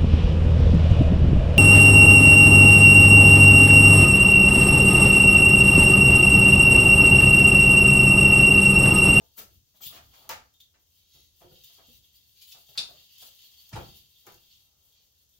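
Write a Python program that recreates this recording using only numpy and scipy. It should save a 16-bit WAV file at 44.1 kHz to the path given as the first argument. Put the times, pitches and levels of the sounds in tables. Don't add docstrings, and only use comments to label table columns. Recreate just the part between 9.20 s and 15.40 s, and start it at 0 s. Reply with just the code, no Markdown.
import sys
import numpy as np
from scipy import signal
from scipy.fft import rfft, irfft, next_fast_len
from scipy.io import wavfile
from scipy.ndimage import uniform_filter1d, map_coordinates

SR = 44100
rng = np.random.default_rng(int(sys.argv[2]) if len(sys.argv) > 2 else 0)


def file_out(sig):
    cols = np.atleast_2d(sig).T
    lim = np.clip(cols, -1, 1)
    pcm = np.round(lim * 32767).astype(np.int16)
    wavfile.write(sys.argv[1], SR, pcm)


N = 273331

# (frequency [Hz], width [Hz], level [dB])
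HEDDLE_MODES = [(2330, 35, -35), (2760, 69, -6.5), (2933, 77, -8), (3217, 160, -4.5), (3490, 130, -14),
                (3693, 62, -4), (3890, 120, -7.5), (4480, 410, 0), (5100, 244, -9.5), (5920, 65, -5),
                (6250, 99, -7.5), (7100, 68, -4.5)]
# (frequency [Hz], level [dB])
STEEL_COLOUR = [(900, -30.5), (1800, -21), (2600, -7.5), (3200, 1), (4400, -3.5), (5500, -7), (7100, -9),
                (8000, -24.5), (11000, -38.5)]
# (frequency [Hz], level [dB])
SIZZLE_COLOUR = [(3000, -47), (6500, -9), (8200, -13), (9500, -11), (11000, -7), (13300, -1), (15500, 0)]


def amp(db):
    return 10 ** (np.asarray(db) / 20)


def unit(x):
    return x / np.sqrt(np.mean(x ** 2) + 1e-20)


def burst(x):
    return x / np.sqrt(np.sum(x ** 2) / (SR * .02) + 1e-20)


def along(points, hz):
    freqs, values = np.transpose(points)
    return np.interp(np.log(hz + 1), np.log(freqs + 1), values)


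def wobble(rate):
    return map_coordinates(rng.standard_normal(int(N * rate / SR) + 4), [np.arange(N) * rate / SR])


def fade(t60):
    return np.exp(-np.log(1000) * np.arange(SR // 2) / SR / t60)


def stroke(s, rise, fall):
    start = max(round((s - 3 * rise) * SR), 0)
    part = np.arange(start, min(start + SR, N))
    t = part / SR - s
    return part, np.exp(-(t / np.where(t < 0, rise, fall)) ** 2 / 2)


def add(out, s, x):
    start = max(round(s * SR), 0)
    out[:, start:start + x.shape[1]] += x[:, :N - start]


def coloured(x, gain):
    n = x.shape[-1]
    m = 2 * next_fast_len(n // 2 + 4096)
    cepstrum = irfft(np.log(np.maximum(gain(np.fft.rfftfreq(m, 1 / SR)), 1e-6)), m)
    cepstrum[1:m // 2] *= 2
    cepstrum[m // 2 + 1:] = 0
    return irfft(rfft(x, m) * np.exp(rfft(cepstrum)), m)[..., :n]


def shaped(x, spectrum):
    return coloured(x, lambda hz: amp(along(spectrum, hz)))


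def evened(x, width_hz):
    m = 4 * len(x)
    power = np.abs(rfft(x, m)) ** 2
    humps = np.abs(uniform_filter1d(power, max(int(width_hz * m / SR), 1))) + 1e-12
    return coloured(x, lambda hz: np.interp(hz, np.fft.rfftfreq(m, 1 / SR), humps ** -.5))


def ring(modes, scatter_db, max_t60):
    t = np.arange(SR // 2) / SR
    out = np.zeros(len(t))
    for k, (hz, db, t60) in enumerate(modes):
        strength = (-1) ** k * amp(db + scatter_db * rng.normal())
        out += strength * np.sin(2 * np.pi * hz * t) * fade(min(t60, max_t60))
    return burst(out)


def crack(spectrum, t60):
    noise = rng.standard_normal(SR // 2) * fade(t60)
    return burst(shaped(evened(noise, width_hz=306), spectrum))


def contacts(rate, spread_db):
    size = np.minimum(rng.standard_normal(N), 2)
    hits = rng.random(N) < rate / SR
    return unit(hits * rng.choice([-1, 1], N) * amp(spread_db * size))


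def spread(mid, side, hz):
    # (frequency [Hz], correlation [-1..1])
    likeness = [(100, 0.79), (250, 0.31), (500, 0.5), (1000, -0.2), (2500, -0.069), (5000, -0.091),
                (9000, -0.16)]
    turn = np.arccos(np.clip(along(likeness, hz), -1, 1)) / 2
    common, apart = np.cos(turn) * mid, np.sin(turn) * side
    return np.array([common + apart, common - apart])


def diffuse_noise(spectrum):
    mid, side = rfft(shaped(rng.standard_normal((2, N)), spectrum))
    return unit(irfft(spread(mid, side, np.fft.rfftfreq(N, 1 / SR)), N))


def in_room(x, wet_db):
    # (frequency [Hz], t60 [s])
    decay_times = [(80, 0.62), (400, 0.31), (1000, 0.31), (4000, 0.27), (9000, 0.27), (15000, 0.2)]
    hz, t, noise = signal.stft(rng.standard_normal((2, SR // 2)), SR, nperseg=256)
    decay = np.exp(-np.log(1000) * t / along(decay_times, hz)[:, None])
    _, tails = signal.istft(spread(*noise, hz[:, None]) * decay, SR, nperseg=256)
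    tails = tails[:, :SR // 2] * (1 - fade(0.0033))
    response = amp(wet_db) * tails / np.linalg.norm(tails, axis=1, keepdims=True)
    response[:, 0] += 1
    return signal.fftconvolve(x[None], response, axes=1)[:, :len(x)] / np.sqrt(1 + amp(wet_db) ** 2)


def room_tone():
    # (frequency [Hz], level [dB])
    floor_colour = [(15, -49), (25, -13), (76, -5.5), (216, -14.5), (261, -21.5), (449, -18), (710, -23.5),
                    (2150, -26.5), (3220, -21), (3990, -18.5), (6490, -13), (8050, -25), (10800, -31.5),
                    (15800, -24.5)]
    return amp(-72) * diffuse_noise(floor_colour)


def sway():
    # (peak time [s], level [dB])
    leans = [(.35, -63), (.85, -62), (1.14, -66), (2.02, -73), (2.77, -71), (4.73, -70)]
    # (frequency [Hz], level [dB])
    rumble_colour = [(20, -21), (38, -11), (70, 7), (110, -1.5), (170, -13), (300, -15.5), (700, -36.5),
                     (2000, -66)]
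    resting_db = -76.5
    load = amp(resting_db + 1.43 * wobble(1.7))
    for s, db in leans:
        part, push = stroke(s, rise=.05, fall=0.057)
        load[part] += amp(db) * push
    return load * diffuse_noise(rumble_colour)


def rubs():
    # (peak time [s], level [dB], rise [s])
    drags = [(.177, -66, 0.011), (.745, -60, 0.038), (.98, -64.5, .045), (1.048, -62, 0.024),
             (2.22, -60.5, 0.009), (2.594, -63.5, .016), (3.355, -66, .015), (4.03, -67, .015),
             (4.39, -84, 0.085), (4.529, -55, 0.0096), (4.562, -36.5, 0.0051), (5.075, -59, 0.016),
             (5.57, -83, 0.16)]
    # (frequency [Hz], level [dB])
    drag_colour = [(100, -7), (350, -7.5), (700, -2), (880, 0), (1050, -3.5), (1300, -3.5), (1700, -17),
                   (3000, -11.5), (8000, -26)]
    out = np.zeros((2, N))
    slips = unit(shaped(contacts(rate=1200, spread_db=0.5), drag_colour))
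    for s, db, rise in drags:
        part, push = stroke(s, rise, fall=1.25 * rise)
        add(out, part[0] / SR, amp(db) * in_room(push * slips[part], wet_db=5))
    return out


def wires(x, body_db):
    def gain(hz):
        peaks = sum(amp(db) ** 2 / (1 + (2 * (hz - centre) / width) ** 2)
                    for centre, width, db in HEDDLE_MODES)
        return amp(along(STEEL_COLOUR, hz)) * np.sqrt(amp(body_db) ** 2 + peaks)
    return unit(coloured(x, gain))


def bunch(x, depth_db, spacing_hz):
    knots = rng.standard_normal(512)
    ripple = lambda hz: amp(depth_db * map_coordinates(knots, [hz / spacing_hz], mode="mirror"))
    return unit(coloured(x, ripple))


def jingle(rate, detune, t60):
    centres, _, levels = np.transpose(HEDDLE_MODES)
    when, pick = rng.random((2, int(rate * N / SR)))
    tune, size = rng.standard_normal((2, len(when)))
    mode = (pick * len(centres)).astype(int)
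    hz = centres[mode] * np.exp(detune * tune)
    gain = amp(levels[mode] + along(STEEL_COLOUR, hz) + 2.4 * size)
    step = np.arange(SR // 16)
    pings = gain[:, None] * np.sin(2 * np.pi * hz[:, None] * step / SR) * fade(t60)[step]
    samples = (when * N).astype(int)[:, None] + step
    return unit(np.bincount(samples.ravel(), pings.ravel(), N)[:N])


def jostle():
    # (time [s], level [dB])
    stirring = [(0.0, -69), (0.59, -80.5), (0.81, -65), (1.03, -72), (1.16, -75.5), (1.62, -81.5),
                (1.78, -72.5), (1.91, -95), (2.28, -65.5), (2.41, -58), (2.54, -60), (3.26, -69.5),
                (3.76, -60), (4.7, -59.5), (4.9, -65), (5.25, -67), (5.56, -75), (6.2, -76.5)]
    stir_db = np.interp(np.arange(N) / SR, *np.transpose(stirring))
    flicker_db = 2.4 * wobble(21.82)
    ring_db = stir_db + flicker_db + 1.5
    sizzle_db = -61.5 + .6 * (stir_db + 67) + flicker_db
    bunches = np.zeros(N)
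    for _ in range(4):
        share = amp(3.1 * wobble(7))
        ringing = wires(contacts(rate=900, spread_db=9), body_db=-5.5)
        bunches += share * bunch(ringing, depth_db=2.5, spacing_hz=90.2)
    bunches /= np.sqrt(np.abs(uniform_filter1d(bunches ** 2, SR // 12)) + 1e-12)
    steel = unit(bunches + 0.79 * jingle(rate=260, detune=.025, t60=0.053))
    sizzle = unit(shaped(contacts(rate=3400, spread_db=13.5), SIZZLE_COLOUR))
    return in_room(amp(ring_db) * steel, wet_db=4.5) + in_room(amp(sizzle_db) * sizzle, wet_db=11)


def slides():
    # (peak time [s], ring level [dB], rise [s], sizzle relative to ring [dB])
    pushes = [(0.185, -53, 0.01, 16.5), (.565, -63.5, 0.011, 5.5), (.635, -45, 0.013, 6.5),
              (0.667, -43, 0.01, 8), (.745, -53.5, 0.015, 4.5), (.975, -60.5, 0.043, 3.5),
              (1.408, -56, 0.0056, -1), (1.8, -70, 0.043, -3), (1.96, -60.5, 0.058, -1),
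              (2.444, -52.5, 0.0025, 9.5), (2.958, -58, 0.0048, 4), (3.18, -59, 0.019, -1),
              (3.224, -49.5, 0.0078, 2), (3.286, -54.5, 0.015, 3.5), (3.322, -46, 0.006, 2),
              (3.495, -55.5, 0.0073, 6), (4.019, -51, 0.016, 5.5), (4.067, -51.5, 0.006, 6.5),
              (4.154, -74, 0.0055, 19), (4.765, -54.5, 0.015, 0.5), (5.32, -59, 0.024, -4),
              (5.77, -66, 0.036, -7)]
    out = np.zeros((2, N))
    ringing = wires(contacts(rate=1800, spread_db=1), body_db=-4)
    sizzle = unit(shaped(contacts(rate=4500, spread_db=5.0), SIZZLE_COLOUR))
    for s, db, rise, sizzle_db in pushes:
        part, push = stroke(s, rise, fall=1.38 * rise)
        scrape = bunch(ringing[part], depth_db=3.0, spacing_hz=110.16)
        scrape += amp(sizzle_db) * bunch(sizzle[part], depth_db=6.5, spacing_hz=156.2)
        add(out, part[0] / SR, amp(db) * in_room(push * scrape, wet_db=4.5))
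    return out


def ticks():
    # (time [s], click level [dB], ring relative to click [dB])
    flicks = [(1.092, -35.5, -29), (1.110, -46, -20), (1.339, -65.5, 1), (1.403, -60.5, 5.5),
              (2.437, -55, -3), (3.467, -61, -1), (3.983, -52.5, -14), (4.492, -53, -20), (4.958, -69, 5),
              (5.067, -51, -16), (5.122, -56, -23), (5.143, -56, -18), (5.723, -68, -1.5),
              (6.092, -68, -28)]
    # (frequency [Hz], level [dB])
    click_colour = [(1000, -26.5), (3500, -10), (6800, -2), (8500, -15.5), (14000, -1.5)]
    # (frequency [Hz], level [dB], t60 [s])
    wire_modes = [(3010, -13, .08), (3255, -7, .1), (3480, -5, 0.063), (3625, -2, 0.12), (3700, -6.5, .08),
                  (4500, -10, .06)]
    out = np.zeros((2, N))
    for s, db, ring_db in flicks:
        click = crack(click_colour, t60=0.018)
        ping = amp(ring_db) * ring(wire_modes, scatter_db=4.0, max_t60=0.13)
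        add(out, s, amp(db) * in_room(click + ping, wet_db=2))
    return out


def thump():
    # (frequency [Hz], level [dB], t60 before the cap [s])
    loom_modes = [(42.3, -2, 0.085), (57.4, 1.5, 0.39), (79.3, 0.5, 0.22), (89.6, -7.5, 0.32),
                  (120.8, 6.5, 0.15), (148.3, 4, 0.29), (187.6, -2.5, 0.2)]
    # (frequency [Hz], level [dB])
    thud_colour = [(30, -21.0), (110, 1.5), (220, -17), (400, -25.0), (1200, -64)]
    boom = ring(loom_modes, scatter_db=-0.5, max_t60=0.37)
    thud = amp(-4.5) * crack(thud_colour, t60=0.094)
    return in_room((boom + thud) * (1 - fade(.03)), wet_db=-8)


def knocks():
    # (time [s], level [dB], hardness as a cutoff [Hz], weight on the low modes [dB])
    blows = [(.004, -60.5, 544, -2.5), (.177, -47, 11000, 3), (.188, -47, 8200, 2), (.540, -69, 2000, -2),
             (.604, -59.5, 900, -7), (.725, -51, 3080, -3), (.760, -50, 3180, -19), (.934, -57, 4630, -18),
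             (1.091, -35.5, 3360, -10), (1.110, -40.5, 2600, -10), (1.54, -66, 2470, -8),
             (1.946, -65, 544, -3.5), (2.211, -55.5, 1590, 5), (2.236, -55, 600, 8), (2.309, -57.5, 506, 1),
             (2.493, -70.5, 1490, -12), (2.583, -61, 1930, -0.5), (2.678, -63, 487, 8),
             (3.346, -61, 1200, -8), (3.487, -63.5, 800, 3), (3.552, -56, 1980, -32),
             (3.578, -46.5, 2030, -9), (3.686, -55, 705, -5.5), (3.741, -66, 700, -4),
             (4.021, -58, 1320, -5.5), (4.066, -71, 1300, -14), (4.528, -43, 3780, -10),
             (4.563, -39, 890, -2), (5.067, -49.5, 2000, -3.5), (5.120, -64.5, 554, 17)]
    # (frequency [Hz], level [dB], t60 before the cap [s])
    timber_modes = [(225, -30, 0.04), (356, -0.5, 0.085), (502, -1.5, 0.28), (562.5, -3.5, 0.11),
                    (668.6, 9, 0.037), (856.5, 1.5, 0.071), (908, -4.5, 0.15), (1206, -1, 0.06),
                    (1329, 1, 0.062), (1590, -2, 0.067), (1990, -22, 0.112), (2314, 0.5, 0.087),
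                    (2820, -8, 0.3)]
    # (frequency [Hz], level [dB])
    crack_colour = [(100, -7.5), (300, -2.5), (500, -1), (700, 3), (900, -2), (1400, -1), (2000, -1),
                    (3000, -1), (7200, 3), (8200, -4), (10000, 3), (15000, -12)]
    out = np.zeros((2, N))
    for s, db, hard_hz, weight_db in blows:
        blow = ring(timber_modes, scatter_db=6, max_t60=0.15)
        blow += amp(14.0) * crack(crack_colour, t60=0.057)
        press = 1 - fade(9 / hard_hz)
        contact = lambda hz: amp(weight_db / (1 + (hz / 620) ** 6)) / (1 + (hz / hard_hz) ** 2)
        add(out, s, amp(db) * in_room(burst(coloured(press * blow, contact)), wet_db=10.5))
        shake_db = db - 7.5 - 10 * np.log2(hard_hz / 700)
        add(out, s, amp(shake_db) * thump())
    return out


def beater():
    # (time [s], level [dB])
    stops = [(1.093, -43), (1.112, -45), (4.562, -42)]
    # (frequency [Hz], level [dB], t60 before the cap [s])
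    bar_modes = [(727, -6, 0.073), (864, 3.5, .1), (911, 8.5, .1), (960, 1.5, 0.098), (1157, -0.5, .1),
                 (1683, -15, 0.11), (2440, -6, .18)]
    # (time [s], level [dB])
    landings = [(0.656, -55.5), (4.528, -36.5), (4.563, -44)]
    out = np.zeros((2, N))
    for s, db in stops:
        add(out, s, amp(db) * in_room(ring(bar_modes, scatter_db=2, max_t60=.15), wet_db=-11.5))
    for s, db in landings:
        add(out, s, amp(db) * thump())
    return out


def rod():
    # (time [s], level [dB])
    snaps = [(3.576, -27), (3.5814, -34.5), (3.589, -35.5)]
    # (frequency [Hz], level [dB])
    snap_colour = [(900, -21.5), (2200, -21), (2600, -7), (3100, -9), (3700, 1.5), (4600, 2), (5300, -5.5),
                   (5700, -11.5), (7000, -14.5), (8100, -20), (9700, -15.5), (12000, -29.5), (14500, -26.5)]
    # (frequency [Hz], level [dB], t60 before the cap [s])
    rod_modes = [(2560, -10, 1.6), (3548, 2, 0.25), (3510, -4.5, 0.067), (3715, 4.5, 0.18),
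                 (3970, -10, 0.23), (4010, -25, 1.5), (4161, -16, 0.24), (4470, -24, 0.21),
                 (4620, -10, 0.15), (4940, -6, 0.36), (5360, -11, 0.37)]
    pan = amp([[.8], [-.8]])
    out = np.zeros((2, N))
    for s, db in snaps:
        edge = crack(snap_colour, t60=.026)
        clang = amp(-4.5) * ring(rod_modes, scatter_db=3, max_t60=0.098)
        add(out, s, amp(db) * pan * in_room(edge + clang, wet_db=4.5))
    return out


def scene():
    # (frequency [Hz], left over right [dB])
    left_lift = [(2000, 0), (4500, 0.5), (8000, 3.5), (15000, 7)]
    left, right = knocks() + beater() + rubs() + rod() + jostle() + slides() + ticks()
    loom = np.array([coloured(left, lambda hz: amp(along(left_lift, hz) / 2)),
                     coloured(right, lambda hz: amp(-along(left_lift, hz) / 2))])
    return loom + sway() + room_tone()


def record(dry):
    top_hz, edge_hz = 15850, 150
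    m = next_fast_len(N + SR // 2)
    passband = np.clip((top_hz - np.fft.rfftfreq(m, 1 / SR)) / edge_hz + .5, 0, 1)
    return irfft(rfft(dry, m) * passband, m)[:, :N]


dry = scene()
out = record(dry)
file_out(out)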